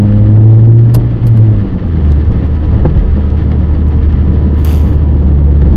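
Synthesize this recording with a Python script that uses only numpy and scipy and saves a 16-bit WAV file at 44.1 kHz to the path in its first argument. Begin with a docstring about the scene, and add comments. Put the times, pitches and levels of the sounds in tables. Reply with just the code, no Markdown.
"""Inside a small four-cylinder car, tyres rumble on a patched street and the trim ticks throughout.
The engine pulls and booms in the cabin air, softly overloading the microphone. Near 1 s a finger scuffs
the hand-held camera's plastic shell; the revs drop through an upshift, then drone on under gear whine.
A wheel knocks over a joint at 2.85 s, the gripped shell creaks from 4.6 s, and lighter knocks follow
as the throttle is pressed again."""
import sys
import numpy as np
from scipy import signal
from scipy.fft import rfft, irfft, next_fast_len
from scipy.io import wavfile
from scipy.ndimage import uniform_filter1d

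SR = 44100
rng = np.random.default_rng(int(sys.argv[2]) if len(sys.argv) > 2 else 0)


def to_wav(s):
    """Save 16-bit WAV."""
    ch = np.atleast_2d(s).T  # columns
    pcm = np.round(np.clip(ch, -1, 1) * 32767)  # PCM
    wavfile.write(sys.argv[1], SR, pcm.astype(np.int16))


N = 254016
TIME = np.arange(N) / SR


def amp(db):
    """Decibels to gain."""
    return 10 ** (np.asarray(db) / 20)


def unit(x):
    """Scales to unit rms."""
    return x / np.sqrt(np.mean(x ** 2) + 1e-20)


def noise(samples=N):
    """White Gaussian noise."""
    return rng.standard_normal(samples)


def curve(rows):
    """Interpolates (seconds, value) rows at every sample."""
    return np.interp(TIME, *np.transpose(rows))


def colour(x, spectrum, tilt_db_per_oct=0):
    """Minimum-phase filter from (Hz, dB) rows, tilted about 5 kHz; keeps the power of white noise."""
    size = next_fast_len(len(x) + 4096)
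    octave = np.log2(abs(np.fft.fftfreq(size, 1 / SR)) + 1)
    hz, db = np.transpose(spectrum)
    tilt_db = tilt_db_per_oct * np.maximum(octave - np.log2(5000), -2)
    gain = unit(amp(np.interp(octave, np.log2(hz), db) + tilt_db))
    response = np.exp(np.conj(signal.hilbert(np.log(gain + 1e-6))))
    return irfft(rfft(x, size) * response[:size // 2 + 1], size)[:len(x)]


def drift(hz):
    """Unit-rms random wander up to about hz."""
    bins_hz = np.fft.rfftfreq(N, 1 / SR)
    return unit(irfft(rfft(noise()) / (1 + (bins_hz / hz) ** 4), N))


def add(mix, start_s, sound):
    """Mixes a sound in at start_s."""
    part = mix[max(round(start_s * SR), 0):][:len(sound)]
    part += sound[:len(part)]


def cabin(x, wet_db, t60_s=0.21):
    """Dense early echoes off glass and trim ripple the spectrum."""
    t = TIME[:SR // 8]
    echoes = noise(len(t)) * amp(-60 * t / t60_s) * (t > 0.002)
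    wet = signal.oaconvolve(x, echoes / np.linalg.norm(echoes))[:N]
    return (x + amp(wet_db) * wet) / np.hypot(1, amp(wet_db))


# Rough street patches. Each row: peak time in seconds, added shake in dB, added roar in dB.
ROUGH_PATCHES = [(.2, -13.5, -20.5), (.97, -13.5, -13.5), (2.05, -20.5, -15), (2.3, -11, -18),
                 (2.76, -7, -10.5), (2.961, -7.5, -22), (4.04, -10, -25), (4.95, -20.5, -18.5),
                 (5.68, -6.5, -13)]


def surface(shake_db=-19.5, roar_db=-16, growth_db_per_s=0.3864, rise_s=0.043, decay_s=0.14):
    """Gains of body shake and tyre roar: both grow as the car gathers speed and swell on each patch."""
    growth_db = growth_db_per_s * TIME
    shake_gain, roar_gain = amp(shake_db + growth_db), amp(roar_db + growth_db)
    for peak_s, patch_shake_db, patch_roar_db in ROUGH_PATCHES:
        jolt = np.exp(np.minimum((TIME - peak_s) / rise_s, (peak_s - TIME) / decay_s))
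        shake_gain = np.hypot(shake_gain, amp(patch_shake_db) * jolt)
        roar_gain = np.hypot(roar_gain, amp(patch_roar_db) * jolt)
    return shake_gain, roar_gain


# Body shake. Each row: frequency in Hz, relative density in dB.
SHAKE_SPECTRUM = [(8, -26), (20, 5.5), (30, -8), (42, 3), (55, 3.5), (66, 0.5), (90, -4), (200, -65),
                  (600, -100)]
# Tyre roar. Each row: frequency in Hz, relative density in dB.
ROAR_SPECTRUM = [(30, -23.5), (65, -11.5), (100, 0.5), (125, 0.5), (150, -7), (195, -2.5), (225, -9),
                 (320, -10), (410, -19.5), (490, -19), (590, -25), (850, -30), (1300, -43.5), (3500, -84)]


def road(shake_gain, roar_gain, uneven_db=1.5):
    """The body shakes on its springs while the tyres roar over uneven asphalt."""
    tread = noise() * amp(uneven_db * drift(19))
    shake = unit(colour(noise(), SHAKE_SPECTRUM))
    roar = unit(colour(tread, ROAR_SPECTRUM))
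    return shake_gain * shake + roar_gain * roar


# Louder trim ticks. Each row: start in seconds, level in dB, treble tilt in dB per octave.
TRIM_TICKS = [(0.123, -27.5, -14), (0.7919, -36.5, -8), (1.8805, -52, 3), (2.0803, -44, 3),
              (2.1192, -35, 2.5), (2.2502, -43, -1.5), (2.467, -52, 6), (2.551, -45, -1), (2.9745, -34, -8),
              (3.302, -36, -5), (3.3742, -40.5, -6), (3.517, -25, -14), (3.883, -43, 12.5),
              (4.0308, -32, -12), (4.1255, -31.5, -11), (5.6177, -25, -12), (5.727, -40, -6)]
# One tick. Each row: frequency in Hz, relative density in dB.
TICK_SPECTRUM = [(500, -28.5), (1700, 1), (3500, 4), (5500, 0.5), (8000, -9.5), (13000, -14.5),
                 (16000, -27)]


def trim(roar_gain, decay_s=0.0027, jiggles_per_s=12, jiggle_re_roar_db=-39, spread_db=4.5):
    """Loose dashboard plastic ticks, and jiggles faintly in proportion to the tyre roar."""
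    t, out = TIME[:SR // 20], np.zeros(N)
    envelope = np.exp(-t / decay_s)
    for start_s, db, tilt in TRIM_TICKS:
        add(out, start_s, amp(db) * colour(noise(len(t)) * envelope, TICK_SPECTRUM, tilt))
    onsets = rng.random(N) < jiggles_per_s / SR
    impulses = onsets * roar_gain * amp(jiggle_re_roar_db + spread_db * noise())
    jiggles = signal.oaconvolve(impulses, envelope)[:N] * noise()
    out += colour(jiggles, TICK_SPECTRUM, tilt_db_per_oct=-2)
    return cabin(out, wet_db=-12)


# Suspension blows. Each row: start in seconds, gain in dB.
SUSPENSION_BLOWS = [(2.8425, -14), (2.8502, 6.5), (2.881, -11), (5.618, -7.5), (5.713, -13)]
# Car body modes. Each row: frequency in Hz, relative level in dB, T60 in seconds.
BODY_MODES = [(156.86, -4.5, 0.15), (264, -0.5, 0.041), (335, 1, 0.046), (503.2, -1, 0.04),
              (655, -12.5, 0.024), (755.1, -18.5, 0.04), (822, -13, 0.046), (1110, -35, 0.044),
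              (1603, -21.5, 0.03)]


def knocks(rise_s=0.0043, rattle_gain=0.02, rattle_decay_s=0.013):
    """Blows through the suspension ring the body and rattle loose panels."""
    t, out = TIME[:SR // 2], np.zeros(N)
    ring = sum(amp(db - 60 * t / t60_s) * np.sin(2 * np.pi * hz * t) for hz, db, t60_s in BODY_MODES)
    attack = 1 - np.exp(-t / rise_s)
    rattle_hz_db = [(200, 5.5), (800, -14), (2000, -1), (4000, -38.5), (8000, -61)]
    for start_s, db in SUSPENSION_BLOWS:
        rattle = colour(noise(len(t)) * np.exp(-t / rattle_decay_s), rattle_hz_db)
        add(out, start_s, amp(db) * (ring + rattle_gain * rattle) * attack)
    return out


# Finger scuffs. Each row: peak time in seconds, level in dB, rise and decay in seconds,
# treble tilt in dB per octave.
FINGER_SCUFFS = [(0.948, -15, 0.0036, 0.007, -0.5), (1.2696, -30.5, 0.0026, 0.0081, 1.5),
                 (1.373, -31, 0.002, 0.0069, -3.5)]
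# One scuff. Each row: frequency in Hz, relative density in dB.
SCUFF_SPECTRUM = [(250, -4), (520, 17.5), (780, 6), (1000, 11), (2000, -5.5), (2800, 1.5), (3700, -3.5),
                  (4600, 3.5), (5600, -4), (7500, -6), (10500, 1), (13500, 0), (15500, -18), (17000, -30)]


def scuffs(grain_db=3.5, ring_hz=785, ring_t60_s=0.0491, ring_db=-9):
    """A finger slides on the camera: a quick swell of grainy friction, and the hollow shell rings."""
    t, out = TIME[:SR // 10], np.zeros(N)
    lead_s = 0.05
    from_peak_s = t - lead_s
    ring = amp(ring_db - 60 * t / ring_t60_s) * np.sin(2 * np.pi * ring_hz * t)
    for peak_s, db, rise_s, decay_s, tilt in FINGER_SCUFFS:
        friction = noise(len(t))
        texture = unit(uniform_filter1d(noise(len(t)), size=30))
        grains = unit(friction * amp(grain_db * texture))
        envelope = np.exp(np.minimum(from_peak_s / rise_s, -from_peak_s / decay_s))
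        add(out, peak_s - lead_s, amp(db) * colour(grains * envelope, SCUFF_SPECTRUM, tilt))
        add(out, peak_s, amp(db) * ring)
    return out


# Squeezes of the shell. Each row: start and length in seconds, slip level in dB,
# initial slips per second, rub in dB relative to the slips.
SHELL_SQUEEZES = [(4.57, 0.061, -40.5, 120, -2.5), (4.645, 0.13, -27, 175, -11),
                  (4.79, .155, -44.5, 320, 0.5)]


def squeezes(attack_s=0.0078, release_s=0.016, ease_db_per_s=13.5, slowing_oct_per_s=3.9, jitter_db=1.5):
    """Rub gain and slip impulses: each squeeze takes hold, eases as its slips slow, and lets go."""
    t, rub_gain, slips = TIME[:SR // 2], np.zeros(N), np.zeros(N)
    for start_s, length_s, db, slips_per_s, rub_db in SHELL_SQUEEZES:
        attack = np.minimum(t / attack_s, 1)
        release = np.exp(-np.maximum(t - length_s, 0) / release_s)
        force = amp(db - ease_db_per_s * t) * attack * release
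        rate_hz = slips_per_s * 2 ** (-slowing_oct_per_s * t) * amp(jitter_db * drift(90)[:len(t)])
        slip_count = np.floor(np.cumsum(rate_hz) / SR)
        add(rub_gain, start_s, amp(rub_db) * force)
        add(slips, start_s, force * np.diff(slip_count, prepend=0))
    return rub_gain, slips


# Creaking shell. Each row: frequency in Hz, relative density in dB.
SHELL_SPECTRUM = [(300, -14), (700, 14), (1800, 4.5), (3300, 7.5), (4000, -3.5), (4700, 3), (5500, -3),
                  (6200, 0.5), (7500, -5.5), (9300, -8.5), (10800, -2.5), (12400, 1), (13900, -3.5),
                  (16500, -18.5)]
# Fastest, brightest slips. Each row: start in seconds, level in dB.
SHELL_SNAPS = [(4.6472, -20), (4.6836, -41), (4.7272, -29)]


def creak(uneven_db=1.0, slip_decay_s=0.0024, tail_decay_s=0.0096, tail_gain=0.1):
    """The gripped shell sticks and slips: short noise bursts in the plastic over a steady rub."""
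    rub_gain, slips = squeezes()
    t = TIME[:SR // 20]
    envelope = np.exp(-t / slip_decay_s) + tail_gain * np.exp(-t / tail_decay_s)
    slip_gain = signal.oaconvolve(slips * amp(uneven_db * drift(110)), envelope)[:N]
    out = colour(slip_gain * noise(), SHELL_SPECTRUM)
    out += colour(rub_gain * noise(), SHELL_SPECTRUM, tilt_db_per_oct=-5)
    for start_s, db in SHELL_SNAPS:
        add(out, start_s, amp(db) * colour(envelope * noise(len(t)), SHELL_SPECTRUM, tilt_db_per_oct=6))
    return out


# Engine-bay clatter and air. Each row: time in seconds, level in dB.
CLATTER_LEVEL = [(.2, -38), (.7, -41.5), (1.2, -39), (3, -38), (4.6, -40), (5.5, -41.5), (5.7, -38.5)]
# The same noise. Each row: frequency in Hz, relative density in dB.
CLATTER_SPECTRUM = [(400, -16), (900, -1), (1250, 2.5), (1480, -3), (1800, 0), (2400, -10), (3100, -8.5),
                    (3900, -16.5), (4500, -17), (5200, -25.5), (5900, -28.5), (6700, -36), (10000, -52),
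                    (16000, -61)]


def clatter(firing_phase, load, pulse_depth=0.34, flicker_db=1.5):
    """Engine-bay noise pulses with the firings, more deeply under load."""
    pulsing = 1 + load * pulse_depth * np.cos(firing_phase)
    bay_noise = noise() * pulsing * amp(flicker_db * drift(25))
    return amp(curve(CLATTER_LEVEL)) * unit(colour(cabin(bay_noise, wet_db=-13), CLATTER_SPECTRUM))


# Gear whines. Each row: multiple of the firing rate, level in dB before the mesh gain.
GEAR_ORDERS = [(5.92, -35.5), (13.03, -46), (16.89, -52.5), (23.93, -59), (36.8, -71), (59.95, -70),
               (73.2, -76.5)]
# How hard the gears mesh. Each row: time in seconds, gain in dB.
MESH_GAIN = [(1.9, -23), (2.3, 0.5), (3.6, 1), (5, 1.5), (5.4, -2.5)]


def gears(firing_phase, waver_depth=0.25, smear_rad=0.36):
    """Meshing gears give thin, wavering whines locked to engine speed."""
    whine = np.zeros(N)
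    for multiple, db in GEAR_ORDERS:
        gain = amp(db) * (1 + waver_depth * drift(4.1))
        whine += gain * np.cos(multiple * firing_phase + smear_rad * drift(4.9))
    return np.sqrt(2) * amp(curve(MESH_GAIN)) * whine


def resonance_db(hz, modes):
    """Gain of a tone as it crosses peaks and nodes."""
    return sum(db / (1 + ((hz - centre_hz) / width_hz) ** 2) for centre_hz, width_hz, db in modes)


# Cabin standing waves, one with a node at the seat. Each row: centre and half width in Hz, gain in dB.
CABIN_AIR_MODES = [(91.8, 7.64, -19.5), (110.1, 5.8, 5.5), (143.7, 1.8, 9), (198.8, 15, 12)]
# Cabin panel resonances. Each row: centre and half width in Hz, gain in dB.
PANEL_MODES = [(321.8, 20, 12), (518.4, 27, 6.5), (624, 20, 5)]
# Weaker engine orders. Each row: multiple of the firing rate, full-load level in dB off resonance.
WEAK_ORDERS = [(.5, -31), (1.5, -30), (2.5, -34), (3, -30), (4, -38), (5, -35.5), (6, -44.5), (7, -53.5)]


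def engine(firing_phase, firing_hz, load, tone_db=-2.5, double_db=-21, wander_db=0.32):
    """The firing tone and its double boom in the cabin air; uneven cylinders add half orders."""
    boom_db = tone_db + resonance_db(firing_hz, CABIN_AIR_MODES) - wander_db * drift(8.3)
    tone_gain = amp(boom_db) * load ** 0.65  # 0.65 dB per dB of load
    flutter = 1 + 0.033 * drift(19)
    out = tone_gain * flutter * np.cos(firing_phase)
    double_gain = amp(double_db + resonance_db(2 * firing_hz, CABIN_AIR_MODES)) * load
    roughness = 0.17 * drift(28) * np.sin(2 * firing_phase)
    out += double_gain * (np.cos(2 * firing_phase) + roughness)
    for order, db in WEAK_ORDERS:
        gain = amp(db + resonance_db(order * firing_hz, PANEL_MODES)) * load
        roughness = 0.37 * drift(4) * np.cos(order * firing_phase)
        out += gain * (np.sin(order * firing_phase) + roughness)
    return np.sqrt(2) * out


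# Engine speed. Each row: time in seconds, firing rate in Hz.
FIRING_RATE = [(0, 101.9), (0.2, 104), (0.5, 110.3), (0.92, 117.5), (1.1, 117.5), (1.3, 114.1), (1.42, 111),
               (1.55, 104.6), (1.7, 93.95), (2, 78.2), (2.14, 72.6), (2.3, 75.5), (2.8, 75.84),
               (2.95, 74.38), (3.45, 75.82), (5, 75.38), (5.3, 72.5), (5.76, 71)]
# Throttle, lifted for the upshift. Each row: time in seconds, load in dB.
THROTTLE = [(0.05, 0), (.21, -3), (.34, -1.1), (.78, -2.1), (1.02, -9.5), (1.205, -22.5), (1.29, -7.5),
            (1.42, -4.5), (1.62, -9), (1.9, -3.5), (2.19, -2.5), (2.27, -11), (2.38, -8.5), (3.45, -8),
            (4.2, -5.5), (5.22, -5), (5.32, -3), (5.76, -1.5)]


def scene():
    """Everything heard from the front seat, in mono."""
    firing_hz = uniform_filter1d(curve(FIRING_RATE), size=2000)
    firing_phase = 2 * np.pi * np.cumsum(firing_hz) / SR
    load = amp(curve(THROTTLE))
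    shake_gain, roar_gain = surface()
    drivetrain = engine(firing_phase, firing_hz, load) + gears(firing_phase) + clatter(firing_phase, load)
    ride = road(shake_gain, roar_gain) + knocks() + trim(roar_gain)
    handling = scuffs() + creak()
    return (drivetrain + ride + handling)[None]


def record(dry, knee=7, cutoff_hz=16500):
    """Soft microphone overload rounds the peaks, adding odd overtones; a low-pass follows."""
    rounded = dry / (1 + abs(dry) ** knee) ** (1 / knee)
    low_pass = signal.firwin(255, cutoff_hz, window=("kaiser", 9), fs=SR)
    return signal.oaconvolve(rounded, low_pass[None], "same")


dry = scene()
out = record(dry)
to_wav(out)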